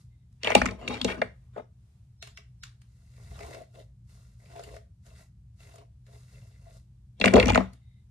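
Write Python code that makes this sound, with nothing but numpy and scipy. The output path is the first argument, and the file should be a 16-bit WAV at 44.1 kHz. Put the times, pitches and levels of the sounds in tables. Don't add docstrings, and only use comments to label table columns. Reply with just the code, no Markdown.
import sys
import numpy as np
from scipy import signal
from scipy.fft import rfft, irfft, next_fast_len
from scipy.io import wavfile
from scipy.ndimage import uniform_filter1d

SR = 44100
rng = np.random.default_rng(int(sys.argv[2]) if len(sys.argv) > 2 else 0)


def persist_wave(psi):
    counts = np.round(np.clip(psi, -1, 1) * 32767).astype(np.int16)
    wavfile.write(sys.argv[1], SR, np.atleast_2d(counts).T)


N = 357210

# start_s, click_db, thud_db,
# hollow_db, crack_db, click_centre_hz, hollow_centre_hz, crack_peak_hz, left_minus_right_db
KNOCKS = [(0.4325, -23.5, -46, -31, -28.5, 2451, 511.3, 4361, 0.5),
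          (0.445, -21, -39, -25, -27, 2800, 603, 3150, 3),
          (0.4715, -12, -38, -11.5, -27, 2300, 795.6, 3000, 3.5),
          (0.5021, -16.5, -55, -13.5, -30, 2250, 804, 6010, -3),
          (0.5178, -17, -40, -24.5, -35.5, 2035, 598.3, 3191, 5),
          (0.5505, 0, -13.5, -1.5, -10.5, 2884, 600, 8057, 0.5),
          (0.577, -22, -39.5, -34.5, -37, 2400, 600, 4000, 0),
          (0.6159, -5.5, -21.5, -13, -30.5, 1750, 900, 6000, 1.5),
          (0.644, -42, -30, -22, -54, 1300, 800, 3000, 0),
          (0.6562, -14.5, -25, -28.5, -30, 1775, 1000, 6610, -12),
          (0.6612, -10, -35.5, -37.5, -32.5, 1500, 1000, 6450, 10.5),
          (0.673, -26, -56, -39, -39, 1670, 900, 4980, 1.5),
          (0.6858, -20, -34.5, -51, -45, 1874, 600.8, 7000, 0),
          (0.7095, -43, -40, -35.5, -40.5, 3784, 509, 5000, 6),
          (0.877, -16, -77, -35, -31, 2864, 501.6, 3730, 3),
          (0.8844, -42, -30, -62, -31.5, 2740, 500.5, 6400, 0.5),
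          (0.905, -40, -55, -26, -56, 1900, 900, 3300, -6),
          (0.941, -25, -42, -36.5, -39, 2700, 500, 3800, 6),
          (1.004, -35, -34, -34, -74, 1688, 900, 3000, -2),
          (1.0139, -17.5, -27, -35.5, -23, 3900, 403.6, 4400, 3),
          (1.0455, -16.5, -20.5, -13, -21, 3600, 450, 6630, 0),
          (1.2164, -14.5, -34.5, -16, -33.5, 1746, 601.5, 3850, 1.5),
          (1.562, -44, -56.5, -32, -64.5, 1425, 633.8, 2800, 1),
          (1.575, -49, -52, -32, -74.5, 2700, 620, 3570, 7.5),
          (1.5938, -41, -63, -33, -69.5, 1355, 523.4, 3000, 4),
          (7.1995, -25, -24, -28.5, -39, 4900, 428, 7500, 5),
          (7.2125, -11.5, -23.5, -20, -25.5, 2284, 532, 4160, 0),
          (7.2405, -3.5, -19.5, -10.5, -24, 1900, 501, 4030, 2.5),
          (7.2477, -17.5, -30.5, -9, -26.5, 2660, 800, 6310, -4),
          (7.2572, -5, -13.5, -5, -18.5, 2398, 450, 7490, -0.2),
          (7.2755, -9.5, -30, -20, -31.5, 2016, 463, 9500, 3.5),
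          (7.281, -24.5, -41.5, -34, -26, 2200, 493, 4200, 1.5),
          (7.3081, -30.5, -38.5, -26.5, -44.5, 2180, 499.8, 3980, 3.5),
          (7.3373, -8, -7.5, -6, -20, 1994, 420, 6510, 2),
          (7.356, -10, -38, -31.5, -37, 3398, 497.7, 5910, 3.5),
          (7.361, -37.5, -34, -29.5, -30, 2975, 501.8, 6540, -1),
          (7.365, -11.5, -38, -1.5, -34.5, 2190, 750, 6650, 1),
          (7.3805, -15, -36.5, -12.5, -39.5, 2100, 798, 4000, 7),
          (7.3985, -7, -21.5, -23.5, -19, 2687, 517.5, 4270, 0.5),
          (7.427, -15.5, -38, -28, -30, 2279, 900, 4320, 3.5),
          (7.457, -19.5, -17, -27, -25.5, 2300, 420, 5550, 2),
          (7.4699, -26, -29, -26, -32.5, 2220, 420, 6500, 1.5),
          (7.4814, -17.5, -27.5, -14.5, -26, 3120, 498, 6150, -3),
          (7.4875, -13, -35, -31, -30, 1400, 1000, 3047, 10),
          (7.4959, -13.5, -32.5, -22.5, -31, 3214, 500, 5490, 8.5),
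          (7.501, -16, -29.5, -13.5, -28.5, 2920, 699, 6640, -1.5),
          (7.52, -21, -23, -38, -34.5, 1700, 500, 7400, 1.5),
          (7.533, -21.5, -36.5, -37.5, -41, 2100, 500, 8000, 1),
          (7.5462, -13.5, -44, -19.5, -23, 2214, 600, 4120, 1),
          (7.5555, -1, -23.5, -9, -25.5, 1370, 630, 6300, 1.5),
          (7.5754, -17, -17, -6.5, -30, 2241, 793, 4000, 4),
          (7.6045, -31, -27, -22, -51, 1307, 897, 4000, 18)]
# pitch_hz, level_db, t60_s
DESK_MODES = [(65.6, -13.5, 0.39), (110, -13.5, 0.29), (190.7, -0.5, 0.22), (243.2, 2, 0.13),
              (335, 3, 0.0073)]
# pitch_hz, level_db, t60_s
HOLLOW_MODES = [(380, -6, 0.04), (445, -1, 0.07), (510, -1, 0.045), (625, -2, 0.055), (686, -1.5, 0.04),
                (850, -2, 0.04), (1020, -1, 0.03), (1150, -2, 0.018)]
# pitch_hz, level_db, t60_s
PLASTIC_MODES = [(1250, -1, .022), (1480, -2, .022), (1700, -5, .02), (1900, -3, .026), (2070, -3, .028),
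                 (2290, -1, .03), (2520, -5, .022), (2720, -1, .03), (3300, -4, .022), (3750, -4, .018),
                 (4250, -3, .02), (5200, -6, .012), (6500, -6, .008)]
# pitch_hz, width_hz, level_db
CUSHION_PEAKS = [(422, 22, -3), (595, 120, 5), (675.5, 38, 8), (1094, 230, -9), (420, 280, -1)]
# frequency_hz, density_db_per_hz
HISS_SPECTRUM = [(700, -14.5), (1100, -7.5), (1800, -18), (3000, -16), (4200, -9), (6000, -8), (11300, -14),
                 (12400, -20), (14500, -46)]
# frequency_hz, density_db_per_hz
CRACK_SPECTRUM = [(500, -33.5), (1000, -5.5), (2500, -9), (3200, -2.5), (4800, -11), (7800, -14.5),
                  (11500, -23.5), (13500, -36.5), (15500, -46.5)]
# frequency_hz, lead_rad
DESK_LEAD = [(0, -0.5), (340, -0.26), (1290, 9), (1640, 8), (2410, 4), (3010, 9.5), (3270, 8.5), (4050, 2),
             (4820, 11.5), (6030, 1.5), (7150, 11.5), (9220, 13.5), (12100, 4), (15500, 6.5)]

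SNIPPET = 4096
PATCHES = 180
GRIP_DETUNE = .014
FLICKER_DB = 1.6
SOFT_HZ = 11300


def knocks():
    let_go = [0.5178, 1.0455, 1.2164, 1.562, 1.575, 1.5938, 7.2125, 7.2755, 7.3985, 7.427, 7.5462]
    held_ring = .52
    contact_s = .0015
    crack_peak_db, crack_q = 13.5, 3.8
    s, click_db, thud_db, hollow_db, crack_db, click_hz, hollow_hz, crack_hz, pan_db = np.transpose(KNOCKS)
    is_free = np.abs(s[:, None] - let_go).min(axis=1) < .003
    ring_share = np.where(is_free, 1, held_ring)

    thud = lay(s + 0.0021, taps(thud_db - 3.0, DESK_MODES, contact_s, 0.26, size=3 * SNIPPET))
    thud = sos_filter(signal.butter(2, 700, fs=SR, output="sos"), thud)
    hollow = taps(hollow_db - 3.5, HOLLOW_MODES, 1.3 * contact_s, 2.3, hollow_hz, 15, GRIP_DETUNE,
                  ring_share=ring_share)
    click = taps(click_db - 4, PLASTIC_MODES, contact_s, 3, click_hz, 26, GRIP_DETUNE, ring_share=ring_share)
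    click = sos_filter(signal.butter(4, SOFT_HZ, fs=SR, output="sos"), click)
    crack = []
    for burst, hz in zip(bursts(crack_db + 8, 0.7 * contact_s), crack_hz):
        peak = signal.lfilter(*signal.iirpeak(hz, crack_q, SR), burst)
        crack.append(burst + amp(crack_peak_db) * peak)
    bright = click + colour(np.array(crack), CRACK_SPECTRUM)
    placed = lay(s, place(hollow + bright, DESK_LEAD, pan_db))
    return thud, lay(s, hollow), lay(s, bright), placed


def slides():
    # start_s, end_s, scrape_db, hollow_db, hiss_db, boom_db, scrape_centre_hz
    drag_marks = [(0.439, 0.431, -82, -78, -75, -75.5, 2400), (0.453, 0.517, -35, -47.5, -49.5, -59, 2221),
                  (0.626, 0.725, -63, -42, -80, -45, 1604), (0.796, 0.885, -59.5, -46, -65.5, -49, 2495),
                  (0.894, 0.935, -46, -40, -58, -41, 3300), (0.938, 0.984, -46, -45.5, -56.5, -44, 2870),
                  (1.078, 1.119, -39.5, -40.5, -50.5, -56, 2610), (1.14, 1.137, -57, -39, -69, -58, 1510),
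                  (1.18, 1.194, -72, -52.5, -71, -38.5, 2227), (1.538, 1.556, -77, -78, -77, -74, 1590),
                  (1.421, 1.497, -85, -81, -100.5, -75, 1874), (1.575, 1.585, -53, -50, -66, -53, 2013),
                  (7.191, 7.199, -68, -67, -73, -79, 2800), (7.345, 7.398, -34.5, -22, -61, -30, 2362),
                  (7.425, 7.54, -44.5, -40.5, -64, -27, 2360), (7.6, 7.744, -85, -83, -89, -60.5, 2003)]
    rise_db_per_s, fall_db_per_s = 895.5, 354.5
    wander_db = 5
    slide_detune, slide_damping = .03, .9
    *drag, boom_gain = held(np.array(drag_marks)[:, :6], rise_db_per_s, fall_db_per_s)
    scrape_gain, hollow_gain, hiss_gain = np.hypot(drag, chatter())

    moments = (np.arange(PATCHES) + .5) * N / PATCHES / SR
    centres = [(row[0], row[5]) for row in KNOCKS]
    centres += [((row[0] + row[1]) / 2, row[-1]) for row in drag_marks]
    s, centre_hz = np.transpose(sorted(centres))
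    scrape_hz = np.interp(moments, s, centre_hz)
    hollow_hz = np.interp(moments, *np.array(KNOCKS)[:, [0, 6]].T)
    steps = np.arange(N) * PATCHES // N
    wander = wander_db * rms_one(rng.standard_normal((len(PLASTIC_MODES), PATCHES)))
    scrape_lean = amp(wander + favour(PLASTIC_MODES, scrape_hz, 40.0))
    hollow_lean = amp(wander[:len(HOLLOW_MODES)] + favour(HOLLOW_MODES, hollow_hz, 4.2))

    rattle = grains(1200.0, 3.0, 2.0)
    pressed = ring(rattle * scrape_lean[:, steps], np.array(PLASTIC_MODES) * [1, 1, slide_damping])
    pace = slide_detune * rms_one(signal.resample(rng.standard_normal(PATCHES), N))
    drift = np.cumsum(pace - uniform_filter1d(pace, size=SR // 4))
    pressed = np.interp(np.arange(N) + drift, np.arange(N), pressed)
    hiss = patchy(colour(rattle, CRACK_SPECTRUM), FLICKER_DB)
    bright = scrape_gain * rms_one(pressed) + hiss_gain * hiss
    boom = rms_one(ring([grains(140.0, 0.83, -8.5)] * len(DESK_MODES), DESK_MODES))
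    hollow = rms_one(ring(rattle * hollow_lean[:, steps], HOLLOW_MODES))
    return boom_gain * boom + hollow_gain * hollow, bright


def chatter():
    # level_under_knock_db, t60_s
    chatter_tails = [(-29, 0.16), (-19.5, 0.19), (-25, 0.3)]
    knock, power = np.array(KNOCKS), np.zeros((3, N))
    for row, db, (under_db, t60) in zip(power, knock[:, [1, 3, 4]].T, chatter_tails):
        row[(knock[:, 0] * SR).astype(int)] = amp(db + under_db) ** 2
        row[:] = signal.lfilter([1], [1, -amp(-60 / (t60 * SR)) ** 2], row + 1e-18)
    return np.sqrt(power)


def strokes():
    # time_s, hiss_db, cushion_db
    stroke_curves = [
        [(0.0, -71, -97), (0.05, -80, -102)],
        [(2.85, -83, -103.5), (2.98, -78.5, -84.5), (3.09, -76, -85.5), (3.204, -70.5, -66),
         (3.292, -67, -68.5), (3.414, -62, -50.5), (3.544, -61, -51), (3.622, -71.5, -51)],
        [(3.75, -70.5, -57), (3.812, -70, -53.5)],
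        [(4.1, -69, -73.5), (4.204, -72, -76.5), (4.344, -78.5, -83)],
        [(4.4, -74.5, -79.5), (4.584, -66.5, -54), (4.626, -65, -54.5), (4.764, -66.5, -52.5)],
        [(5.066, -66.5, -63), (5.132, -73, -69), (5.184, -64, -69), (5.23, -68, -65)],
        [(5.606, -66, -68), (5.752, -68.5, -65), (5.824, -81, -54)],
        [(6.074, -76.5, -69.5), (6.152, -68, -65), (6.264, -72.5, -86), (6.336, -68.5, -68),
         (6.598, -77.5, -79.5), (6.696, -72, -66.5), (6.77, -67, -71.5)],
    ]
    # start_s, end_s, level_db
    faint_marks = [(0.12, 0.22, -87), (7.83, 7.99, -80.5)]
    # pitch_hz, width_hz, level_db
    whisper_notes = [(2050, 55, 0), (3750, 120, -5)]
    # pitch_hz, width_hz, level_db
    bristle_notes = [(1390, 80, -1), (2010, 160, 1.5), (2700, 68, 1), (3670, 490, -7)]
    bite_db_per_s, lift_db_per_s = 425, 272
    cushion_quicker = 2.7
    ring_from_cushion, ring_db = 0.32, -2

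    whisper_gain = held(faint_marks, bite_db_per_s, lift_db_per_s)[0]
    whisper = whisper_gain * resonate(rng.standard_normal(N), whisper_notes)
    hiss_gain = cushion_gain = ring_gain = 0
    for rows in stroke_curves:
        levels, edges = shape(rows, bite_db_per_s, lift_db_per_s)
        hiss_db = levels[0] + edges
        cushion_db = levels[1] + cushion_quicker * edges
        hiss_gain = hiss_gain + amp(hiss_db)
        cushion_gain = cushion_gain + amp(cushion_db)
        ring_gain = ring_gain + amp(ring_db + hiss_db + ring_from_cushion * (cushion_db - hiss_db))

    catch = snags(hiss_gain)
    slips = catch * grains(900.0, 4.0, 4.0)
    plucks = catch * grains(500.0, 4.7, -2.0)
    tugs = catch * grains(250.0, 4.0, -4.0)
    hiss = hiss_gain * rms_one(colour(slips, HISS_SPECTRUM))
    bristles = ring_gain * resonate(plucks, bristle_notes)
    return whisper + hiss + bristles + cushion_gain * resonate(tugs, CUSHION_PEAKS)


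def snags(hiss_gain):
    most_per_s, relax_s, leap_db = 67, 0.0019, -0.5
    pull = np.minimum(hiss_gain / hiss_gain.max() * 1.5, 1)
    caught = (rng.random(N) < most_per_s / SR * pull ** 2) * rng.uniform(0.64, 0.75, N)
    return 1 + amp(leap_db) * signal.lfilter([1], [1, -np.exp(-1 / (relax_s * SR))], caught)


def ticks():
    # start_s, tick_db, crack_db, cushion_db, tick_centre_hz
    tick_marks = [(0.326, -95, -65, -97, 6030), (2.2256, -41.5, -43.5, -42, 3710),
                  (2.251, -58.5, -65, -68, 2570), (2.2725, -55.5, -45.5, -48, 2730),
                  (2.3736, -45, -59.5, -66, 2400), (2.3857, -63.5, -68, -53, 1370),
                  (2.6352, -39.5, -43.5, -76, 5030), (2.8172, -65, -57, -89, 3570),
                  (3.3902, -50, -65, -53, 1260), (3.406, -49.5, -69, -42, 1870),
                  (3.43, -51, -72, -57, 2140), (3.546, -48, -59, -57.5, 2027),
                  (3.6188, -66.5, -54.5, -56, 2020), (4.458, -64, -68, -60, 2070),
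                  (4.498, -67.5, -69.5, -55, 2000), (4.516, -63, -68, -60, 2050),
                  (4.561, -56, -61, -41, 1930), (4.578, -59, -72, -58, 1810),
                  (4.594, -51.5, -67, -35.5, 1660), (4.6365, -56, -44, -46, 2040),
                  (4.692, -66.5, -70, -53, 2030), (4.714, -65, -72, -53, 3750),
                  (4.742, -60, -71.5, -44, 2016), (4.7644, -52, -63.5, -33.5, 1853),
                  (5.0641, -65, -52.5, -63.5, 1410), (5.7394, -67.5, -55, -47, 6170),
                  (5.7578, -91, -45.5, -49.5, 2283), (5.7832, -64.5, -54, -40, 2640),
                  (5.8186, -79, -86, -72.5, 1400), (6.0653, -64.5, -71, -64.5, 1970),
                  (7.733, -63.5, -50.5, -66.5, 4630)]
    # frequency_hz, density_db_per_hz
    tick_spectrum = [(350, -98), (600, -12), (828, -43), (1100, 7), (3410, 5.5), (4350, 4.5), (5150, 7.5),
                     (13000, -16.5)]
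    # frequency_hz, density_db_per_hz
    rustle_spectrum = [(600, -30), (1000, -5), (2000, -4), (3500, -1), (5500, -10), (9000, -12.5),
                       (13000, -30.5)]
    lead_s, rise_t60_s = .01, .025
    rustle_db, fall_t60_s = -10.5, 0.23
    s, tick_db, crack_db, cushion_db, centre_hz = np.transpose(tick_marks)
    cushion_modes = [(hz, db, 2.2 / width_hz) for hz, width_hz, db in CUSHION_PEAKS]
    cushion = taps(cushion_db - 14, cushion_modes, 0.0006, 2.5)
    plastic = taps(tick_db + 1, PLASTIC_MODES, 0.00094, 1.0, centre_hz, 17.0, GRIP_DETUNE)
    snap = colour(bursts(tick_db + 20.5, 0.0012), tick_spectrum)
    snap = snap + colour(bursts(crack_db + 13.0, 0.0013), HISS_SPECTRUM)

    t = np.arange(3 * SNIPPET) / SR - lead_s
    swell = amp(-60 * np.abs(t) / np.where(t < 0, rise_t60_s, fall_t60_s))
    rustle_gain = lay(s - lead_s, amp((tick_db + crack_db) / 2 + rustle_db)[:, None] * swell)
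    rustle = rustle_gain * patchy(colour(grains(730.0, 2.6, 3.1), rustle_spectrum), FLICKER_DB)
    return lay(s, cushion + plastic + snap), rustle


def room(x):
    t60_s, wall_cut_hz = 0.27, 6000
    t = np.arange(SR // 2) / SR
    noise = rng.standard_normal((2, len(t))) * np.clip(t / 0.00025, 0, 1)
    dull = sos_filter(signal.butter(1, wall_cut_hz, fs=SR, output="sos"), noise)
    tail = dull * amp(-60 * t / t60_s) + (noise - dull) * amp(-120 * t / t60_s)
    return signal.fftconvolve(x[None], tail / np.sqrt(np.sum(tail[0] ** 2)), axes=1)[:, :N]


def background():
    # start_s, end_s, level_db
    swell_marks = [(0.62, 0.66, -37), (3.27, 3.44, -46), (6.3, 6.5, -55), (7.38, 7.51, -27.5)]
    # frequency_hz, density_db_per_hz
    rumble_spectrum = [(22, -29.5), (35, -13), (55, 3.5), (90, -4), (110, -1.5), (140, -11), (190, -14),
                       (250, -28.5), (320, -34.5), (450, -53.5), (900, -74)]
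    # frequency_hz, density_db_per_hz
    air_spectrum = [(210, -23.5), (350, -5.5), (529, -14.5), (681, -13), (1190, -18.5), (2040, -20),
                    (9180, -22.5), (13000, -31.5), (15500, -41.5)]
    hum_hz, hum_db, hum_waver_db = 122.1, -58, 2.5
    rumble_db, rumble_waver_db = -54, 1.5
    air_db, air_waver_db = -80.5, 1.5
    swell_rise_db_per_s, swell_fall_db_per_s = 127.5, 143
    swell_cut_hz = 35

    waver = slow_waver(120)
    hum_phase = 2 * np.pi * hum_hz * np.arange(N) / SR + 0.75 * waver
    hum = amp(hum_db + hum_waver_db * waver) * np.sqrt(2) * np.sin(hum_phase)
    calm_gain = amp(rumble_db + rumble_waver_db * slow_waver(16))
    calm = calm_gain * colour(rng.standard_normal(N), rumble_spectrum)
    shake = sos_filter(signal.butter(4, swell_cut_hz, "high", fs=SR, output="sos"),
                       colour(rng.standard_normal(N), rumble_spectrum))
    swells = held(swell_marks, swell_rise_db_per_s, swell_fall_db_per_s)[0] * shake
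    low = amp([[.3], [-.3]]) * (calm + swells + hum)
    air = colour(rng.standard_normal((2, N)), air_spectrum)
    return low + amp(air_db + air_waver_db * slow_waver(40)) * air


def place(x, lead, pan_db):
    scatter_db, scatter_s = -12, 0.0014
    size = next_fast_len(x.shape[1] + 2048)
    hz = np.arange(size // 2 + 1) * SR / size
    turn = np.interp(hz, *np.transpose(lead)) / 2 * np.tanh(hz / 200)
    paths = rng.standard_normal((len(x), 600)) * np.exp(-np.arange(600) / SR / scatter_s)
    paths = paths / np.sqrt(np.sum(paths ** 2, axis=1, keepdims=True))
    short_waves = hz / np.hypot(hz, 450)
    scattered = amp(scatter_db) * short_waves * rfft(paths, size)
    apart = 1j * 1.2 * np.sin(2 * turn) / (1.4 + np.cos(2 * turn)) + scattered
    sides = np.array([[1], [-1]])
    ports = amp(np.reshape(pan_db, (-1, 1, 1)) / 2 * sides) * (1 + apart[:, None] * sides)
    return irfft(ports * rfft(x, size)[:, None], size)[..., :x.shape[1]]


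def taps(db, modes, contact_s, spread_db, centre_hz=None, narrow_db=22, detune=0, size=SNIPPET, ring_share=1):
    hz, mode_db, t60 = np.array(modes).T[:, None, :, None]
    t60 = t60 * np.reshape(ring_share, (-1, 1, 1))
    delay, strength, sign, shift = np.moveaxis(rng.standard_normal((len(db), 4, len(modes), 1)), 1, 0)
    t = np.maximum(np.arange(size) / SR - np.abs(delay) * contact_s, 0)
    levels = db[:, None, None] + mode_db + spread_db * strength
    if centre_hz is not None:
        levels = levels + favour(modes, centre_hz, narrow_db).T[..., None]
    turns = 2 * np.pi * hz * (1 + detune * shift) * t
    gains = np.sign(sign) * amp(levels - 60 * t / t60) * np.tanh(t / contact_s)
    return np.sum(gains * np.sin(turns), axis=1)


def favour(modes, centre_hz, narrow_db):
    return -narrow_db * np.log2(np.array(modes)[:, :1] / centre_hz) ** 2


def bursts(db, contact_s):
    rise = np.arange(SNIPPET) / SR / np.clip(contact_s, 1e-4, .004)
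    noise = rng.standard_normal((len(db), SNIPPET)) * rise * np.exp(-rise)
    return amp(db)[:, None] * noise / np.sqrt(np.sum(noise ** 2, axis=1, keepdims=True))


def grains(per_s, spread_db, bed_db):
    sizes = amp(spread_db * np.minimum(rng.exponential(1, N), 4)) * rng.choice([-1, 1], N)
    slips = rms_one(sizes * (rng.random(N) < per_s / SR))
    return rms_one(slips + amp(bed_db) * rng.standard_normal(N))


def ring(x, modes):
    out = 0
    for row, (hz, db, t60) in zip(x, modes):
        r, w = amp(-60 / (t60 * SR)), 2 * np.pi * hz / SR
        out = out + signal.lfilter([0, amp(db) * np.sin(w)], [1, -2 * r * np.cos(w), r * r], row + 1e-18)
    return out


def resonate(x, peaks):
    bend_db, bends = 2.5, 200
    bend = bend_db * stretch(rng.standard_normal((len(peaks), bends)))
    out = 0
    for k, (hz, width_hz, db) in enumerate(peaks):
        r = np.exp(-np.pi * width_hz / SR)
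        a = [1, -2 * r * np.cos(2 * np.pi * hz / SR), r * r]
        gain = (-1) ** k * amp(db + bend[k]) * (1 - r * r)
        out = out + gain * signal.lfilter([1, 0, -1], a, x)
    return rms_one(out)


def patchy(x, depth_db):
    edges, out = 500 * 2 ** (np.arange(16) / 3), 0
    flicker = stretch(rng.standard_normal((15, PATCHES)))
    for low, high, row in zip(edges, edges[1:], flicker):
        band = sos_filter(signal.butter(2, [low, high], "band", fs=SR, output="sos"), x)
        out = out + amp(depth_db * row) * band
    return rms_one(out)


def colour(x, spectrum):
    hz, db = np.transpose(spectrum)
    grid = np.log(np.arange(4097) * SR / 8192 + 1)
    cepstrum = irfft(np.interp(grid, np.log(hz), db) * np.log(10) / 20)
    cepstrum[1:4096] *= 2
    cepstrum[4097:] = 0
    response = irfft(np.exp(rfft(cepstrum)))
    response = response / np.sqrt(np.sum(response ** 2))
    rows = signal.fftconvolve(np.atleast_2d(x), response[None], axes=1)
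    return rows[:, :x.shape[-1]].reshape(x.shape)


def shape(rows, rise_db_per_s, fall_db_per_s):
    t = np.arange(N) / SR
    s, *columns = np.transpose(rows)
    early, late = np.maximum(s[0] - t, 0), np.maximum(t - s[-1], 0)
    return np.array([np.interp(t, s, c) for c in columns]), -rise_db_per_s * early - fall_db_per_s * late


def held(rows, rise_db_per_s, fall_db_per_s):
    out = 0
    for start, end, *db in rows:
        levels, edges = shape([(start, *db), (end, *db)], rise_db_per_s, fall_db_per_s)
        out = out + amp(levels + edges)
    return out


def lay(times, rows):
    out = np.zeros(rows.shape[1:-1] + (N + rows.shape[-1],))
    for s, row in zip(times, rows):
        start = round(s * SR)
        out[..., start:start + row.shape[-1]] += row
    return out[..., :N]


def stretch(points):
    return signal.resample(points, N // 63, axis=1).repeat(63, axis=1)


def slow_waver(points):
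    return rms_one(signal.resample(rng.standard_normal(points), N))


def sos_filter(sections, x):
    return signal.sosfilt(sections, x)


def amp(db):
    return 10 ** (np.asarray(db) / 20)


def rms_one(x):
    return x / np.sqrt(np.mean(x ** 2) + 1e-30)


def scene():
    # frequency_hz, lead_rad
    hair_lead = [(0, 4), (780, -2), (1550, -3), (2670, -14.5), (3620, -20.5), (4220, 1.5), (4740, -11),
                 (5170, -20.5), (5510, -45.5), (7490, -25.5), (8960, -1), (11000, -28), (11800, 17.5),
                 (15500, -38)]
    desk_gap_hz = 158
    thud, hollow, click, placed_knocks = knocks()
    boom, scrape = slides()
    scrape = sos_filter(signal.butter(8, SOFT_HZ, fs=SR, output="sos"), scrape)
    hair = strokes()
    tick, rustle = ticks()
    low = signal.lfilter(*signal.iirnotch(desk_gap_hz, 2.5, SR), thud + boom)
    desk = place(np.array([low, scrape]), DESK_LEAD, [2.2, 1.8]).sum(axis=0) + placed_knocks
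    head = place((hair + tick + rustle)[None], hair_lead, 0.32)[0]
    wet = amp(-13.5) * (click + scrape) + amp(-19.0) * (thud + hollow + boom)
    wet = wet + amp(-10.0) * hair + amp(-5.5) * tick
    return desk + head + room(wet) + background()


def record(dry):
    bass_cut_hz, top_cut_hz = 50, 15900
    dry = sos_filter(signal.butter(3, bass_cut_hz, "high", fs=SR, output="sos"), dry)
    rounded = .95 * np.tanh(dry / .95)
    return sos_filter(signal.cheby2(16, 100, top_cut_hz, fs=SR, output="sos"), rounded)


dry = scene()
out = record(dry)
persist_wave(out)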